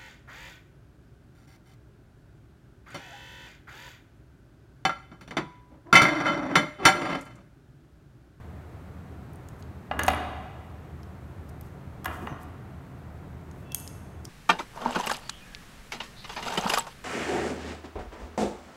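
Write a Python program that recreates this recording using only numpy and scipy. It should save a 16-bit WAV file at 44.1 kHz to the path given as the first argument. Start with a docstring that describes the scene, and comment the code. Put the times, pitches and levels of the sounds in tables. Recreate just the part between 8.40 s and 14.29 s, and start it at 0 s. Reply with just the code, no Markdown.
"""Small wire cutters at a wooden workbench in a bare, echoing room: a low steady noise-and-tone rumble runs throughout.
After faint clicks, the cutters knock down on the desk (struck panel modes) and their loose jaws rattle (steel modes).
Then a jumper wire is pressed into a breadboard with small clicks and rubs (steel modes, grainy noise).
The cutters are picked up again with soft knocks and a faint squeal (one jittering tone).
Last, a thin whine swells (wavering partials), the jaws snap through the wire, and a few clicks follow."""
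import sys
import numpy as np
from scipy import signal
from scipy.fft import rfft, irfft
from scipy.io import wavfile

SR = 44100
rng = np.random.default_rng(int(sys.argv[2]) if len(sys.argv) > 2 else 0)


def store_wav(level_fs):
    """Save 16-bit WAV to argv[1]."""
    pcm = np.round(np.clip(np.atleast_2d(level_fs), -1, 1) * 32767)
    wavfile.write(sys.argv[1], SR, pcm.T.astype(np.int16))


N = 259749
TIME = np.arange(N) / SR

# spectrum shape of the low rumble: (frequency [Hz], relative density [dB per Hz])
RUMBLE_COLOUR = [(13, -51), (22, -29), (43, -25), (59, -11), (80, 1), (103, -3.5), (135, -3), (167, -8),
                 (195, -6.5), (225, -14.5), (253, -11.5), (325, -14.5), (468, -18), (500, -40), (650, -51),
                 (1100, -120)]
# spectrum shape of the faint hiss: (frequency [Hz], relative density [dB per Hz])
AIR_COLOUR = [(240, -30), (400, -4.5), (588, -3.5), (742, -3), (801, -6), (1440, -9.5), (1560, -11.5),
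              (1930, -14), (2930, -23), (4310, -27.5), (4880, -31), (8760, -32.5), (10400, -36),
              (11800, -33), (16000, -38)]
RUMBLE_DB, AIR_DB = -43.5, -53.56
# hum tones about which pitch and level waver: (frequency [Hz], level [dB])
HUM_TONES = [(43, -62.5), (75.4, -53), (129.3, -58)]

# decay of the room: (frequency [Hz], reverberation time [s])
ROOM_T60 = [(100, 0.7), (700, 1.56), (1500, 1.22), (3000, 1.37), (6000, 1.05), (10000, 0.88), (12500, 0.63),
            (15500, .33)]
# balance of the diffuse tail: (frequency [Hz], relative level [dB])
ROOM_COLOUR = [(100, 12.5), (350, 11.5), (750, -2), (1200, 1), (3000, -4.5), (6000, -1.5), (12000, -3),
               (15500, -2)]
# reflections from near walls: (delay [s], level [dB])
WALL_ECHOES = [(0.0227, -15), (.054, -18)]
CUTOFF_HZ = 15800

# hands bumping the desk: (time [s], level [dB], half length [s])
BUMPS = [(1.35, -50.5, 0.12), (1.61, -36, 0.036), (1.77, -41, .075), (3.68, -42.5, 0.025),
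         (3.84, -36, 0.02), (3.922, -32.5, 0.0042)]
# spectrum shape of the bumps: (frequency [Hz], relative density [dB per Hz])
BUMP_COLOUR = [(25, -24), (40, -9), (55, -8), (76, 13), (100, -6), (150, -1.5), (300, -2), (500, -12),
               (1000, -24)]
# fingers and wire sliding: (time [s], level [dB], half length [s])
RUBS = [(1.203, -65, .012), (3.094, -56.5, .0042), (3.26, -68, .02), (3.70, -68, .028),
        (3.745, -60.5, .023), (3.83, -63.5, .056), (4.022, -61, .015), (5.19, -69, .04),
        (5.851, -51, 0.0034)]
# spectrum shape of the rubs: (frequency [Hz], relative density [dB per Hz])
RUB_COLOUR = [(2000, -22), (4000, -1), (8000, 2), (15000, -1), (17000, -3.5)]

# partials of the whine: (frequency [Hz], relative level [dB])
WHINE_PARTIALS = [(2675, 0), (3010, -8), (3385, -7)]
WHINE_START_S, WHINE_DB = 5.225, -60.5
WHINE_ATTACK_S, WHINE_HOLD_S, WHINE_T60_S = 0.08, 0.11, 1.1
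# faint squeal of sliding steel
SQUEAL_START_S, SQUEAL_DB, SQUEAL_HZ = 3.875, -64, 6100
SQUEAL_ATTACK_S, SQUEAL_HOLD_S, SQUEAL_T60_S = 0.016, .015, 0.29

# cutters on the desk: (time [s], level [dB], contact low-pass [Hz], favoured frequency [Hz],
# emphasis before scaling by focus [dB], room send [dB], relative level of the steel [dB])
KNOCKS = [(1.5123, -24.5, 2300, 750, 6, -3.5, -53), (1.5919, -25, 3930, 1680, 9.5, 2, -20.5),
          (1.6810, -17, 3500, 720, 9, -2, -17), (3.6447, -39.5, 1980, 1120, 7, 5.5, -28.5),
          (3.6569, -28.5, 2400, 1660, 9, 1, -23.5), (3.8705, -30, 1960, 840, 4, -2, -47)]
# modes of the desk top: (frequency [Hz], mean relative level [dB], decay time [s])
DESK_MODES = [(77.1, -23, 0.58), (194, -29, 0.1), (292, -16.5, 0.056), (423, -14, 0.034),
              (505, -11.5, 0.019), (576, -7, 0.028), (728, -0.5, 0.037), (857, -3, 0.038), (912, -2, 0.033),
              (1050, -1, 0.03), (1203, -1, 0.024), (1324, -7, 0.055), (1428, -4.5, 0.035),
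              (1653, -3.5, 0.028), (1848, -8.5, 0.059), (2010, -6.5, 0.046), (2447, -3, 0.017),
              (2830, -2.5, 0.031), (2980, -7.5, 0.029), (3200, -7.5, 0.019), (3694, -4.5, 0.012),
              (4590, -7.5, 0.0062)]
# the tool rebounds once, the later the harder it lands: flight after a 0 dB blow, and its power law
FLIGHT_S, FLIGHT_POWER = .0122, .44
REBOUND_DESK_DB, REBOUND_STEEL_DB = -9.5, 1

# lone clicks of steel and wire: (time [s], relative level [dB], favoured frequency [Hz], spread [octaves])
CLICKS = [(.9338, -43, 9000, .3), (.9580, -42, 9000, 0.49), (1.087, -35, 8000, 1.7),
          (1.2253, -39, 4300, .3), (1.6344, -14.5, 9600, 0.72), (1.6655, -22.5, 9500, .4),
          (2.632, -41.5, 4370, 0.38), (3.2107, -32, 7000, 1.8), (4.032, -38, 9000, 0.56),
          (5.1135, -41, 5430, 0.36), (5.3204, -25.5, 8000, 1.5), (5.3485, -27, 2700, 0.7),
          (5.4000, -31, 6900, .4), (5.4766, -25, 6560, .3), (5.8530, -22.5, 5350, 0.15)]
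SETTLE_S, SETTLE_DB = .004, -13   # each click settles with a second, weaker touch
# mean modes of steel jaws damped by the hand: (frequency [Hz], relative level [dB], decay time [s])
JAW_MODES = [(2180, -15, .006), (3290, -5, 0.036), (4350, -7.5, 0.0043), (5460, -5.5, 0.0074),
             (6410, 3.5, 0.0085), (7200, -17, 0.0017), (9150, 4.5, 0.0056), (9640, -12, 0.013),
             (10400, -16, 0.0031), (11470, -7, 0.014), (12400, -5, 0.0082), (12700, -3, 0.0061),
             (14300, -21, .004), (15500, -14, .004)]
# let go, the loose jaws rattle in ever quicker and weaker bounces
RATTLE_S, RATTLE_DB, RATTLE_HZ, RATTLE_OCTAVES = 1.7012, -28, 9700, 0.15
RATTLE_GAP_S, RATTLE_GAP_SHARE, RATTLE_LOSS_DB = 0.018, .815, 1

# two bright snaps at the cutting edges, half a millisecond apart: (time [s], relative level [dB], ringing
# frequency [Hz], its emphasis [dB])
SNIP = [(5.3462, -13.5, 12000, 11), (5.3467, -9.5, 11900, 10)]


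def from_db(db):
    """The decibel law: an amplitude ratio from a level."""
    return 10 ** (np.asarray(db) / 20)


def rms_one(x):
    """Normalisation by power: scale to unit rms."""
    return x / np.sqrt(np.mean(x ** 2) + 1e-20)


def at_hz(points, hz):
    """Interpolation of a table on a logarithmic frequency axis."""
    f, value = np.transpose(points)
    return np.interp(np.log(np.maximum(hz, 1)), np.log(f), value)


def noise(colour, low_hz=20, high_hz=20000):
    """Spectral shaping: white noise weighted between two edges, at unit rms."""
    hz = np.fft.rfftfreq(N, 1 / SR)
    passed = (hz > low_hz) * (hz < high_hz)
    spectrum = rfft(rng.standard_normal(N)) * from_db(at_hz(colour, hz)) * passed
    return rms_one(irfft(spectrum, N))


def drift(rate_hz):
    """Low-pass filtered randomness: a wander of unit rms, computed at every 40th sample."""
    pole = np.exp(-80 * np.pi * rate_hz / SR)
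    white = rng.standard_normal(N // 40 + 2002)
    slow = signal.lfilter([1], [1, -2 * pole, pole * pole], white)[2000:]   # skip the filter's start-up
    return np.interp(np.arange(N) / 40, np.arange(len(slow)), rms_one(slow))


def tone(hz):
    """Phase as the integral of frequency: a sine that follows a changing pitch."""
    return np.sin(2 * np.pi * np.cumsum(hz) / SR)


def add(track, s, sound):
    """Superposition: mix a sound into a track at a time."""
    start = int(round(s * SR))
    track[start:start + len(sound)] += sound[:N - start]


def fade(t, t60):
    """Exponential damping: a fall of 60 dB in the time t60."""
    return np.exp(-np.log(1000) * t / t60)


def ring(hz, gains, t60, t):
    """Modal superposition: a struck body sounds as a sum of damped sines."""
    modes = np.sin(2 * np.pi * hz[:, None] * t) * fade(t, t60[:, None])
    return gains @ modes


def bell(hz, centre_hz, octaves):
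    """Selective excitation: a weight that falls away on both sides of a frequency."""
    return np.exp(-.5 * (np.log2(hz / centre_hz) / octaves) ** 2)


def burst(low_hz, high_hz, t60, t):
    """High modal density: a crowd of quickly damped modes makes a short crack of noise."""
    edges = np.clip([low_hz, high_hz], 100, .45 * SR)
    band = signal.butter(1, edges, "band", fs=SR, output="sos")
    return rms_one(signal.sosfilt(band, rng.standard_normal(len(t)))) * fade(t, t60)


def swells(rows):
    """Gradual excitation: an envelope of soft bell-shaped strokes."""
    return sum(from_db(db) * np.exp(-.5 * ((TIME - s) / half) ** 2) for s, db, half in rows)


def envelope(start_s, attack_s, hold_s, t60):
    """Build-up and decay: straight rise, hold, exponential release."""
    age = TIME - start_s
    return np.clip(age / attack_s, 0, 1) * fade(np.maximum(age - attack_s - hold_s, 0), t60)


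def background(hum_waver_db=3, hum_waver_hz=1.324):
    """Stationary noise and tonal sources: low rumble, faint hiss and an unsteady hum, as of a fan."""
    rumble = from_db(RUMBLE_DB) * noise(RUMBLE_COLOUR, low_hz=29, high_hz=480)
    air = from_db(AIR_DB) * noise(AIR_COLOUR, low_hz=480)
    hum = np.zeros(N)
    for hz, db in HUM_TONES:
        level = from_db(db + hum_waver_db * drift(3.0))
        hum += level * tone(hz + hum_waver_hz * drift(3.83))
    return rumble + air + np.sqrt(2) * hum


def room(x, build_up_s=0.0034, early_db=4, early_s=0.072, tail_db=-37):
    """Reverberation: two wall echoes and a diffuse tail whose middle range lasts longest."""
    t = TIME[:3 * SR // 2]
    white = rng.standard_normal((2, len(t)))
    edges = np.geomspace(50, 18000, 24)
    response = np.zeros(len(t))
    for k, (low, high) in enumerate(zip(edges, edges[1:])):
        band_filter = signal.butter(2, [low, high], "band", fs=SR, output="sos")
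        band = signal.sosfilt(band_filter, white[k % 2])
        hz = np.sqrt(low * high)
        response += band * from_db(at_hz(ROOM_COLOUR, hz)) * fade(t, at_hz(ROOM_T60, hz))
    # the tail builds up as sound reaches the walls; its early part is raised
    response *= from_db(tail_db + early_db * np.exp(-t / early_s))
    response *= 1 - np.exp(-(t / build_up_s) ** 2)
    for delay_s, db in WALL_ECHOES:
        response[int(delay_s * SR)] += from_db(db)
    return signal.fftconvolve(x, response)[:N]


def bumps():
    """Soft impact: hands on the desk excite dull low-frequency thuds."""
    return swells(BUMPS) * noise(BUMP_COLOUR, high_hz=1150)


def rubs(grain_db=2, grain_rate_hz=500):
    """Friction: skin and insulation slide in tiny uneven slips."""
    grain = from_db(grain_db * drift(grain_rate_hz))
    return swells(RUBS) * rms_one(noise(RUB_COLOUR, low_hz=1500) * grain)


def whine(waver_db=4.5, waver_hz=6):
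    """Random modulation: a few faint wavering partials swell, hold and die away."""
    level = from_db(WHINE_DB) * envelope(WHINE_START_S, WHINE_ATTACK_S, WHINE_HOLD_S, WHINE_T60_S)
    partials = np.zeros(N)
    for hz, db in WHINE_PARTIALS:
        gain = from_db(db + waver_db * drift(22))
        partials += gain * tone(hz + waver_hz * drift(17))
    return np.sqrt(2) * level * partials


def squeal(jitter_hz=200):
    """Random frequency modulation: an unsteady thin tone as the tool is lifted."""
    pitch = SQUEAL_HZ + jitter_hz * drift(207)
    level = from_db(SQUEAL_DB) * envelope(SQUEAL_START_S, SQUEAL_ATTACK_S, SQUEAL_HOLD_S, SQUEAL_T60_S)
    return np.sqrt(2) * level * tone(pitch)


def rattle(count=4):
    """Lossy bouncing: each bounce of the loose jaws is weaker and each gap shorter than the last."""
    rows, s = [], RATTLE_S
    for k in range(count):
        rows.append((s, RATTLE_DB - RATTLE_LOSS_DB * k, RATTLE_HZ, RATTLE_OCTAVES))
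        s += RATTLE_GAP_S * RATTLE_GAP_SHARE ** k
    return rows


def blows():
    """Ballistic rebound: every knock lands a second time; rows in the columns of KNOCKS."""
    rows = []
    for s, db, *contact, steel_db in KNOCKS:
        flight_s = FLIGHT_S * from_db(db) ** FLIGHT_POWER
        rows.append((s, db, *contact, steel_db))
        rows.append((s + flight_s, db + REBOUND_DESK_DB, *contact, steel_db + REBOUND_STEEL_DB))
    return rows


def touches(landing_hz=10300, landing_octaves=1.5):
    """Impact excitation of the steel: clicks and their settling, blows on the desk, the rattle."""
    settling = [(s + SETTLE_S, db + SETTLE_DB, hz, spread) for s, db, hz, spread in CLICKS]
    landings = [(s, steel_db, landing_hz, landing_octaves) for s, *_, steel_db in blows()]
    return list(CLICKS) + settling + landings + rattle()


def jaw_ring(weights, t, scatter_db=10.5, detune=.02):
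    """Boundary conditions set the modes: grip and opening shift them a little at each blow."""
    hz, level_db, t60 = np.transpose(JAW_MODES)
    gains = weights * from_db(level_db + scatter_db * rng.standard_normal(len(hz)))
    gains = gains * rng.choice([-1, 1], len(hz)) / np.linalg.norm(gains)
    shifted = hz * (1 + detune * rng.standard_normal(len(hz)))
    return ring(shifted, gains, t60, t)


def steel_clicks(crack_db=-5, crack_t60=0.0091, skirt=0.027):
    """Damped modal response: each touch briefly rings the jaws in the range its contact favours."""
    hz, t, out = np.array(JAW_MODES)[:, 0], TIME[:SR // 20], np.zeros(N)
    for s, db, favoured_hz, spread in touches():
        # the skirt lets modes far from the favoured range sound a little
        body = jaw_ring(skirt + bell(hz, favoured_hz, spread), t, detune=0.024)
        width = 2 ** spread
        crack = from_db(crack_db) * burst(favoured_hz / width, favoured_hz * width, crack_t60, t)
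        add(out, s, .5 * from_db(db) * (body + crack))
    return out


def desk_knocks(focus, scatter_db=2.5, favour_width=0.083,
                crack_db=-11, crack_t60=0.053, crack_low_hz=1000, crack_high_hz=3600):
    """Modal excitation of a panel by impact; returns the near sound and what goes into the room."""
    hz, level_db, t60 = np.transpose(DESK_MODES)
    t = TIME[:SR // 2]
    signs = (-1) ** np.arange(len(hz))
    near, sent = np.zeros(N), np.zeros(N)
    for s, db, contact_hz, favoured_hz, emphasis_db, send_db, _ in blows():
        # where the blow lands sets which panel modes ring most
        favour_db = focus * emphasis_db * bell(hz, favoured_hz, favour_width)
        gains = from_db(level_db + favour_db + scatter_db * rng.standard_normal(len(hz)))
        body = ring(hz, gains * signs, t60, t)
        crack = from_db(crack_db) * burst(crack_low_hz, crack_high_hz, crack_t60, t)
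        contact = signal.butter(2, contact_hz, fs=SR, output="sos")
        knock = from_db(db) * signal.sosfilt(contact, body + crack)
        add(near, s, knock)
        add(sent, s, knock * from_db(send_db))
    return near, sent


def snip(ring_width=.15, low_cut_hz=4000,
         crack_db=-8, crack_t60=0.0048, crack_low_hz=7500, crack_high_hz=13000):
    """Impulsive excitation at the cutting edges: two hard, bright snaps half a millisecond apart."""
    hz, t, out = np.array(JAW_MODES)[:, 0], TIME[:SR // 20], np.zeros(N)
    # a snap at the very tips barely moves the low modes
    tips = 1 / np.hypot(1, (low_cut_hz / hz) ** 2)
    for s, db, ring_hz, emphasis_db in SNIP:
        weights = tips * from_db(emphasis_db * bell(hz, ring_hz, ring_width))
        body = jaw_ring(weights, t, scatter_db=1.2, detune=.015)
        crack = from_db(crack_db) * burst(crack_low_hz, crack_high_hz, crack_t60, t)
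        add(out, s, .5 * from_db(db) * (body + crack))
    return out


def scene(steel_send_db=-12):
    """Radiation by size: the broad desk top feeds the room more than the small jaws do."""
    knocks, knocks_sent = desk_knocks(focus=1.1)
    steel = steel_clicks() + rubs() + squeal()
    cut = snip()
    upward = from_db(-5.5) * knocks_sent
    upward += from_db(steel_send_db) * steel
    upward += from_db(-7.5) * cut
    # each blow radiates another, more even mix of modes sideways, which fills in the tail
    _, side_knocks = desk_knocks(focus=0.28, crack_db=-6.5, crack_low_hz=1000, crack_high_hz=2520)
    side_cut = snip(low_cut_hz=8000, crack_db=-1, crack_low_hz=9000, crack_high_hz=13000)
    sideways = from_db(-0.7) * side_knocks
    sideways += from_db(steel_send_db) * steel_clicks()
    sideways += from_db(-9.5) * side_cut
    direct = knocks + steel + cut
    reverberant = room(upward) + room(sideways)
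    return (direct + reverberant + bumps() + whine() + background())[None]


def record(dry):
    """Low-pass filtering: the top is cut steeply."""
    return signal.sosfilt(signal.ellip(14, .1, 90, CUTOFF_HZ, fs=SR, output="sos"), dry)


dry = scene()
out = record(dry)
store_wav(out)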